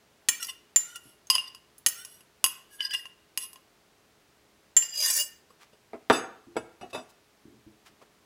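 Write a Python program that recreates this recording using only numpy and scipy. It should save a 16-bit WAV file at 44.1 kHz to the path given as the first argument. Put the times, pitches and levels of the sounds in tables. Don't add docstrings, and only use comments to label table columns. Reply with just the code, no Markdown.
import sys
import numpy as np
from scipy import signal
from scipy.fft import rfft, irfft
from scipy.io import wavfile
from scipy.ndimage import uniform_filter1d, minimum_filter1d

SR = 44100
rng = np.random.default_rng(int(sys.argv[2]) if len(sys.argv) > 2 else 0)


def generate_wav(signal):
    frames = np.transpose(np.atleast_2d(signal))
    scaled = np.clip(frames, -1, 1) * 32767
    pcm = np.round(scaled).astype(np.int16)
    wavfile.write(sys.argv[1], SR, pcm)


N = 363825
RING_S = .6
T_S = np.arange(int(RING_S * SR)) / SR
STROKE_T_S = T_S - RING_S / 2

# freq_hz, level_db
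AIR_COLOUR = [(15, -57.5), (25, -19.5), (64, -7.5), (223, -6.5), (270, -8), (354, -5), (384, -6),
              (416, -11.5), (451, -9.5), (607, -9), (695, -9), (754, -10.5), (1020, -11.5), (4870, -18.5),
              (16000, -29)]
# freq_hz, level_db
ECHO_BANDS = [(150, -11), (500, -12.5), (1500, -9.5), (4000, -14), (10000, -15)]
ECHO_T60_S = [.45, .48, .52, .41, .32]
# centre_s, width_s, level_db, centre_hz
RUSTLES = [(5.623, 0.023, -55.5, 1260), (6.908, 0.01, -57, 2510), (7.102, 0.012, -59.5, 5040),
           (7.873, 0.017, -54, 1460), (8.024, 0.013, -59.5, 1767)]
# freq_hz, level_db, t60_s
POT_MODES = [(74.4, -6, 0.25), (119.1, -1, 0.19), (134.7, -11.5, 0.075), (211.9, -1, 0.21),
             (250.5, -36, 0.15), (300, 6.5, 0.1), (340.4, 3, 0.22), (434, -6, 0.24)]
# start_s, level_db, contact_s
BUMPS = [(1.055, -59, 0.011), (6.466, -49.5, 0.017), (6.561, -44.5, 0.043), (6.81, -60, 0.049),
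         (7.453, -50, 0.079), (7.665, -54, 0.031), (7.891, -65, 0.067)]
# freq_hz, level_db
WORKTOP_MODES = [(120, -14.5), (225, -1), (255, 4), (345, -3), (372, 6), (430, 6.5), (520, -6), (577, -6.5),
                 (653, 7.5), (730, 3.5), (800, -3.5), (930, 0), (1080, 0.5), (1150, 1), (1355, 0.5),
                 (1840, -3), (2230, -8)]
# freq_hz, level_db
THUD_COLOUR = [(40, -26), (110, -1.5), (240, -2.5), (400, 10), (700, 11.5), (1200, 7), (2000, 2),
               (4000, -7), (8000, -29), (16000, -22.5)]
# freq_hz, level_db, t60_s
LOOSE_SPOON_MODES = [(2610, 9, .11), (2890, 2, 0.15), (3585, 2, 0.11), (3870, -1.5, .1), (4450, -9, 0.13),
                     (4870, 3.5, .08), (5000, -2, .12), (5780, -5.5, 0.12), (6480, -8.5, 0.35),
                     (7144, -16.5, .25), (7820, 1, .12), (9170, -6.5, 0.25), (10110, -14, .14),
                     (10550, -9, .14), (10720, -8, .14), (12700, -16.5, .1), (13400, -15, .12)]
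# start_s, level_db, dull_above_hz, contact_s, jingle_db, favoured_hz, lift_db
KNOCKS = [(5.503, -51.5, 3500, 0.0037, -70, 2870, 5), (5.731, -55, 870, 0.0041, -73, 2870, 1),
          (5.9325, -33.5, 900, 0.0025, -76, 2870, -2), (5.943, -33, 490, 0.013, -79, 2870, 0),
          (6.0995, -5.5, 4670, 0.00021, -37, 3960, 12), (6.125, -28, 4000, 0.029, -33, 2610, -8.5),
          (6.557, -31.5, 800, 0.0039, -77, 2870, 6), (6.566, -21, 1196, 0.0053, -46.5, 4880, 0),
          (6.811, -33.5, 900, 0.0094, -59.5, 2870, 7), (6.829, -34.5, 600, 0.023, -70, 2870, -4),
          (6.93, -33.5, 1210, 0.015, -49, 3585, 8), (6.947, -26.5, 1160, 0.01, -45.5, 3585, 1),
          (6.974, -31.5, 904, 0.021, -54, 3585, 2), (8.015, -48.5, 2260, 0.01, -86.5, 2870, 1)]
# freq_hz, struck_db, free_t60_s, sliding_db
BOWL_MODES = [(1051, -7, 0.078, -20.5), (2566, -9.5, .11, -22), (2650, -11, .05, -22),
              (2832, -0.5, 0.13, -12.5), (3000, -4, .06, -24), (3313, -6.5, 0.041, -17),
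              (4720, -8, 0.092, 0), (4895, -6.5, 0.083, -3.5), (4992, -1.5, 0.035, -18.5),
              (5650, -7, .06, 2), (6362, -14.5, 0.12, 1), (6540, -8.5, 0.12, -20), (7000, -16.5, .11, -2),
              (7950, -11.5, 0.19, 0.5), (8044, -5.5, 0.092, -13), (8650, -14, 0.18, -9.5),
              (8830, -7, .12, -7), (10096, -4.5, .06, -3), (10650, -13.5, 0.098, -2),
              (10300, -3.5, 0.23, -15), (11150, -2.5, 0.069, -2.5), (11230, -2.5, .06, -5),
              (11700, -6.5, .07, -3.5), (12100, -13.5, 0.29, -7), (12600, -11.5, 0.12, -11),
              (12554, -14.5, 0.36, -10), (13300, -6.5, 0.11, -16), (13800, -8.5, .04, -15),
              (16200, -13, .12, -17.5)]
# freq_hz, struck_db, free_t60_s, sliding_db
SPOON_MODES = [(590, -27.5, 0.074, -18), (1397, -24, 0.092, -23.5), (1812, -18, .11, -10),
               (1885, -5, 0.04, -28.5), (2370, -13, 0.086, -16.5), (2990, -10, .09, -27),
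               (3326, -13, .1, -9), (4010, -17.5, .1, -17), (4510, -11.5, 0.069, -33),
               (5310, -6, .06, -21.5), (5396, -15.5, .14, -2), (6430, 2, 0.066, -20),
               (6310, -5.5, 0.069, -10), (7143, -7.5, 0.17, -10.5), (7288, -6.5, 0.2, -4.5),
               (8140, -1.5, 0.058, -16.5), (9400, -3, .04, -10.5), (9590, -12.5, 0.19, -9.5),
               (9860, -2.5, 0.043, -20), (11170, -4.5, 0.089, -20.5), (14300, -11, 0.27, -11.5),
               (15400, -12, .1, -6), (16000, -19.5, .08, -13)]
# freq_hz, level_db
CRACK_COLOUR = [(60, -15.5), (300, -26), (800, -5), (1800, 7.5), (3000, 7.5), (4000, 10), (5500, 11),
                (7500, 6), (10500, 5.5), (13000, -2.5), (16000, -11)]
# time_s, friction_db, low_resonance_db, high_resonance_db
SLIDE_PATH = [(4.819, -35.5, -46.5, -42), (4.882, -55.5, -55.5, -55.5), (4.95, -41.5, -43.5, -39.5),
              (4.99, -31, -44, -27.5), (5.032, -27, -51, -30), (5.098, -23, -37, -35.5),
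              (5.134, -26, -57, -37.5), (5.175, -21, -45.5, -50.5), (5.213, -30.5, -31, -33.5),
              (5.241, -43, -43, -46.5)]
# freq_hz, level_db
PRESSED_MODES = [(1950, -10), (2900, 1.5), (3480, -6), (4200, -10.5), (5650, -2.5), (8350, -4),
                 (10450, -10), (11300, -7), (15000, -14.5)]
# peak_s, half_length_s, level_db, bowl_over_spoon_db, tilt_db_per_octave,
#          squeak_hz, glide_share_per_s, squeak_db
SCRAPES = [(0.332, 0.021, -51.5, -5, -4, 2340, -0.27, -43), (0.412, 0.01, -46, -18, 3, 1416, -0.54, -47),
           (0.432, 0.01, -38.5, -10, 1.5, 1340, -1, -46.5), (0.408, .012, -58, -5, 0, 5420, 1, -46.5),
           (0.441, 0.016, -55, -6, 0, 5600, 0.26, -38), (0.496, 0.013, -41, -3, -1, 2810, -1.8, -44),
           (0.901, 0.051, -58, -5, 1.5, 1415, 0.51, -55), (0.963, 0.014, -50.5, -9, -1.5, 1387, -0.55, -47),
           (1.075, 0.058, -70, 7.5, 2, 11200, -0.073, -62), (1.349, 0.02, -56, 11, -10, 3030, -1.46, -32),
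           (1.354, 0.0067, -50, 2, 5, 10300, 0.46, -29.5), (1.404, 0.0074, -74, 3, -2, 2830, 0, -36),
           (1.48, 0.0081, -52, -7.5, -2, 4840, 0, -42.5), (1.996, 0.04, -51.5, -11, 5, 1425, 1.5, -54),
           (2.122, 0.07, -62.5, 2.5, 5, 11200, 0.33, -63),
           (2.738, 0.028, -66.5, 13.5, 4, 1650, -0.7, -59.5),
           (2.816, 0.019, -53, -6, -8, 1655, -0.39, -42.5), (2.827, 0.015, -55.5, 4, 2, 4900, .5, -37.5),
           (2.855, 0.018, -48, -1, -3.5, 1660, 1.1, -42.5), (2.856, 0.012, -50, 1.5, 1, 4910, 0.26, -29),
           (2.916, 0.013, -51, -26, -7, 1663, 3.3, -42), (2.917, 0.021, -61, 2, 3, 4900, -0.064, -38.5),
           (2.943, 0.0093, -37, -1, -4.5, 1634, 0.6, -40.5), (2.97, 0.02, -52, -2, 0.5, 5000, -0.25, -44),
           (2.995, 0.0082, -55, 6, 1, 1900, 0.75, -50), (3.064, 0.019, -70, 5.5, 1, 2804, 0.23, -52),
           (3.427, 0.03, -51, 7.5, 1.5, 10750, 0.21, -40)]
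# start_s, level_db, spoon_over_bowl_db, tilt_db_per_octave, favoured_hz, lift_db
CLINKS = [(0.2866, -19.5, 18.5, -1, 7290, 4.5), (.428, -43.5, 8.5, 2, 8080, 9),
          (0.4463, -46, 2, 3, 4900, 15), (.469, -52, -0.5, 7, 5690, 9), (0.488, -55.5, -5, -4.5, 2850, 8),
          (0.76, -25.5, 11.5, 0, 7143, 21.5), (0.958, -48.5, 3.5, 1.5, 2850, 12.5),
          (1.27, -63.5, 5.5, 1.5, 6400, 13.5), (1.3007, -24, -12.5, -2, 4950, 20),
          (1.3526, -34, -27, -3, 4950, 20.5), (1.36, -44, -14.5, -9.5, 1050, -13),
          (1.382, -47, -6.5, -2, 2850, 22), (1.548, -55, -17.5, -3, 4917, 13),
          (1.781, -65.5, 2, 10.5, 11200, 4.5), (1.8625, -22, 13.5, 0, 11170, 11),
          (1.885, -37, 7, 7, 1890, 8), (2.049, -48.5, -0.5, 1.5, 5690, 16),
          (2.207, -65, -11, -2.5, 11290, 22.5), (2.4411, -22, -23.5, 0.5, 10713, 10.5),
          (2.462, -37, -6, -1, 11120, 11), (2.806, -52, 4, -3.5, 3010, 30), (2.909, -56, 8, 3, 3010, 32.5),
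          (2.937, -44.5, 5.5, -3.5, 2850, 16.5), (2.949, -56.5, -20, -4.5, 2850, 26.5),
          (3.055, -56.5, -0.5, -6, 2850, 13.5), (3.375, -35, -4, 1.5, 11300, 13),
          (3.531, -58, -14.5, 4, 1049, 15.5), (3.558, -60.5, -2, -7, 1049, -1),
          (4.7663, -22.5, 15.5, -0.5, 7290, 23), (4.824, -47.5, -19, 1.5, 2860, 16.5),
          (5.025, -40, -10, 1.5, 4917, 22.5)]

TOP_HZ, LIMITER_CEILING = 15900, .58
PIVOT_HZ = 5650
AIR_DB = -64
WORKTOP_T60_S, THUD_T60_S = .07, .042
RATTLE_DB, RATTLE_T60_S = 1, .05
GRIT_T60_S, CRACK_T60_S = .03, .013
SLIDE_LOW_HZ, SLIDE_HIGH_HZ = 2860, 4890
SLIDE_SHARPNESS = 120
SLIDE_TILT_DB_PER_OCTAVE, SLIDE_BRIGHTENS_DB_PER_OCTAVE_PER_S = -1, 6
SLIDE_GRIT_DB = -.5
SLIDE_LOWEST_HZ = 330
SLIDE_RING_SHARE = .75
SCRAPE_GRIT_DB = -2
PRESSED_SHIFT_SHARE = .018
GLIDE_LIMIT_HZ = 2420
SQUEAK_STEADY, PRESSED_STEADY = .9, .5
CRACK_OVER_RING_DB = 4
THUMP_DB, THUMP_T60_S = -2.5, .055
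THUMP_LOW_HZ, THUMP_HIGH_HZ = 130, 802


def amp(db):
    return 10 ** (np.asarray(db) / 20)


def fade(t60_s):
    return amp(-60 * T_S / t60_s)


def unit(x):
    return x / np.sqrt(np.sum(x ** 2))


def add(out, start_s, x):
    i = max(int(start_s * SR), 0)
    out[i:i + len(x)] += x[:len(out) - i]


def noise(colour, size, tilt=0):
    hz, db = np.transpose(colour)
    octave = np.log2(np.maximum(np.fft.rfftfreq(size, 1 / SR), 1))
    gain = amp(np.interp(octave, np.log2(hz), db) + tilt * np.maximum(octave, 10))
    x = irfft(rfft(rng.standard_normal(size)) * gain, size)
    return x / x.std()


def butter(x, hz, kind, order=2):
    sos = signal.butter(order, np.minimum(hz, TOP_HZ), kind, fs=SR, output="sos")
    return signal.sosfilt(sos, x)


def ring(modes, tilt=0, favoured_hz=1, lift_db=0, detune=0, scatter_db=-0.5, reach_hz=70):
    hz, db, t60_s, *_ = np.transpose(modes)
    lift = lift_db * np.exp(-((hz - favoured_hz) / reach_hz) ** 2)
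    db = db + tilt * np.log2(hz / PIVOT_HZ) + lift
    gain = amp(db + scatter_db * rng.standard_normal(len(hz))) * rng.choice([-1, 1], len(hz))
    hz = hz * (1 + detune * rng.standard_normal(len(hz)))
    t = T_S.astype(np.float32)
    out = 0
    for f, g, d in zip(hz, gain, t60_s):
        decay = np.exp(np.float32(-np.log(1000) / d) * t)
        out = out + g * np.sin(np.float32(2 * np.pi * f) * t) * decay
    return out


def push(contact_s, chatter_db):
    force = amp(chatter_db) * rng.standard_normal(len(T_S)) * np.exp(-T_S / contact_s)
    force[0] = 1
    return unit(force)


def slips(per_s=1800, uneven_db=0.0):
    blows = (rng.random(len(T_S)) < per_s / SR) * rng.choice([-1, 1], len(T_S))
    blows = blows * amp(uneven_db * np.minimum(rng.exponential(size=len(T_S)), 4))
    return blows / blows.std()


def sing(pressure, hz, glide_hz_per_s=0, sharpness=40, steady=0):
    raw = rng.standard_normal(len(T_S)) + 1j * rng.standard_normal(len(T_S))
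    flutter = butter(raw, hz / sharpness, "low")
    cycles = hz * STROKE_T_S + glide_hz_per_s * STROKE_T_S ** 2 / 2
    tone = np.real((steady + flutter / flutter.std()) * np.exp(2j * np.pi * cycles))
    return unit(tone * pressure) * np.linalg.norm(pressure)


def room_tone(hum_hz=421.0, hum_db=-73):
    hum = amp(hum_db) * np.sin(2 * np.pi * hum_hz * np.arange(N) / SR)
    return amp(AIR_DB) * noise(AIR_COLOUR, N) + hum


def kitchen(x, build_s=0.0017):
    hz, db = np.transpose(ECHO_BANDS)
    log_hz = np.log(np.maximum(np.fft.rfftfreq(len(T_S), 1 / SR), 1))
    white, tail = rfft(rng.standard_normal(len(T_S))), 0
    for share, t60_s, level_db in zip(np.eye(len(hz)), ECHO_T60_S, db):
        band = irfft(white * np.interp(log_hz, np.log(hz), share), len(T_S))
        envelope = unit(fade(t60_s) * (1 - np.exp(-(T_S / build_s) ** 2)))
        tail = tail + amp(level_db) * band * envelope
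    return signal.fftconvolve(x, tail)[:N]


def rustles(grain_db=3):
    out, t = np.zeros(N), np.arange(N) / SR
    for centre_s, width_s, db, hz in RUSTLES:
        grains = rng.standard_normal(N) * amp(grain_db * rng.exponential(size=N))
        swish = butter(grains, [hz / 2, hz * 2], "band", order=1)
        out += amp(db) * swish / swish.std() * np.exp(-((t - centre_s) / width_s) ** 2)
    return out


def bumps():
    out = np.zeros(N)
    for start_s, db, contact_s in BUMPS:
        force = push(contact_s, chatter_db=-22.5)
        add(out, start_s, amp(db) * signal.fftconvolve(force, ring(POT_MODES, detune=0.013)))
    return out


def knocks(body_db=-12, thud_db=1, lowest_hz=85, tilt=0.5):
    out, modes = np.zeros(N), [(hz, db, WORKTOP_T60_S) for hz, db in WORKTOP_MODES]
    for start_s, db, dull_hz, contact_s, jingle_db, favoured_hz, lift_db in KNOCKS:
        thud = amp(thud_db) * noise(THUD_COLOUR, len(T_S)) * fade(THUD_T60_S)
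        body = amp(body_db) * ring(modes, detune=0.024) + thud
        rattle = amp(RATTLE_DB) * noise(CRACK_COLOUR, len(T_S)) * fade(RATTLE_T60_S)
        jingle = ring(LOOSE_SPOON_MODES, tilt, favoured_hz, lift_db, scatter_db=2.5) + rattle
        sound = amp(db) * butter(body, dull_hz, "low", order=1) + amp(jingle_db) * jingle
        add(out, start_s, signal.fftconvolve(push(contact_s, chatter_db=-17), sound))
    return butter(out, lowest_hz, "high")


def rub(force, travel, contacts):
    places = np.linspace(-1, 1, len(contacts))
    out = 0
    for share, contact in zip(np.eye(len(contacts)), contacts):
        local_force = force * np.sqrt(np.interp(travel, places, share))
        out = out + signal.fftconvolve(local_force, contact)
    return out


def slide(detune=0.0011, count=7):
    out, (time_s, *levels) = np.zeros(N), np.transpose(SLIDE_PATH)
    friction, low, high = (amp(np.interp(time_s[0] + T_S, time_s, db, right=-np.inf)) for db in levels)
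    half_s = (time_s[-1] - time_s[0]) / 2
    modes = [(hz, sliding_db, t60_s * SLIDE_RING_SHARE)
             for hz, _, t60_s, sliding_db in BOWL_MODES + SPOON_MODES]
    offsets_s = np.linspace(-half_s, half_s, count)
    contacts = []
    for tilt in SLIDE_TILT_DB_PER_OCTAVE + SLIDE_BRIGHTENS_DB_PER_OCTAVE_PER_S * offsets_s:
        grit = amp(SLIDE_GRIT_DB) * noise(CRACK_COLOUR, len(T_S), tilt) * fade(GRIT_T60_S)
        contacts.append(unit(ring(modes, tilt, detune=detune, scatter_db=2.5) + grit))
    skid = rub(slips(per_s=2200, uneven_db=5) * friction, T_S / half_s - 1, contacts)
    add(out, time_s[0], butter(skid, SLIDE_LOWEST_HZ, "high"))
    add(out, time_s[0], sing(low, SLIDE_LOW_HZ, sharpness=SLIDE_SHARPNESS))
    add(out, time_s[0], sing(high, SLIDE_HIGH_HZ, glide_hz_per_s=-150, sharpness=SLIDE_SHARPNESS))
    return out


def scrapes(sharpness=60, squeak_sharpness=55):
    out = np.zeros(N)
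    for peak_s, width_s, db, bowl_db, tilt, squeak_hz, glide, squeak_db in SCRAPES:
        pressure = np.exp(-(STROKE_T_S / width_s) ** 2)
        grit = amp(SCRAPE_GRIT_DB) * noise(CRACK_COLOUR, len(T_S), tilt) * fade(GRIT_T60_S)
        bowl = signal.fftconvolve(slips() * pressure, unit(ring(BOWL_MODES, tilt) + grit))
        spoon = 0
        for hz, mode_db in PRESSED_MODES:
            hz = hz * (1 + PRESSED_SHIFT_SHARE * rng.standard_normal())
            mode_pressure = amp(mode_db + tilt * np.log2(hz / PIVOT_HZ)) * pressure
            glide_hz_per_s = glide * min(hz, GLIDE_LIMIT_HZ)
            spoon = spoon + sing(mode_pressure, hz, glide_hz_per_s, sharpness, PRESSED_STEADY)
        squeak = sing(amp(squeak_db) * pressure, squeak_hz, glide * squeak_hz,
                      squeak_sharpness, SQUEAK_STEADY)
        start_s = peak_s - RING_S / 2
        add(out, start_s, amp(db + bowl_db) * bowl)
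        add(out, start_s, amp(db) * spoon + squeak)
    return out


def touch(db, spoon_over_bowl_db, tilt, favoured_hz, lift_db):
    bowl = ring(BOWL_MODES, tilt, favoured_hz, lift_db)
    spoon = amp(spoon_over_bowl_db) * ring(SPOON_MODES, tilt, favoured_hz, lift_db)
    crack = amp(CRACK_OVER_RING_DB) * noise(CRACK_COLOUR, len(T_S), tilt) * fade(CRACK_T60_S)
    return amp(db) * ((bowl + spoon) / np.hypot(1, amp(spoon_over_bowl_db)) + crack)


def clinks(held_db=-4, swing_db=4, settle_s=0.0105, contact_s=0.00013):
    out = np.zeros(N)
    onset = 1 - np.exp(-T_S / contact_s)
    damping = (amp(held_db) + amp(swing_db) * np.exp(-T_S / settle_s)) * onset
    for start_s, db, *blow in CLINKS:
        burst = rng.standard_normal(len(T_S)) * fade(THUMP_T60_S)
        thump = butter(burst, [THUMP_LOW_HZ, THUMP_HIGH_HZ], "band", order=1)
        add(out, start_s, damping * touch(db, *blow) + amp(db + THUMP_DB) * thump)
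    return out


def scene():
    direct = rustles() + bumps() + knocks() + slide() + scrapes() + clinks()
    return (room_tone() + kitchen(direct) + direct)[None]


def record(dry):
    wanted = LIMITER_CEILING / np.maximum(np.abs(dry), LIMITER_CEILING)
    gain = uniform_filter1d(minimum_filter1d(wanted, size=130), size=65)
    low_pass = signal.ellip(10, .2, 80, TOP_HZ, fs=SR, output="sos")
    return signal.sosfilt(low_pass, dry * gain)


dry = scene()
out = record(dry)
generate_wav(out)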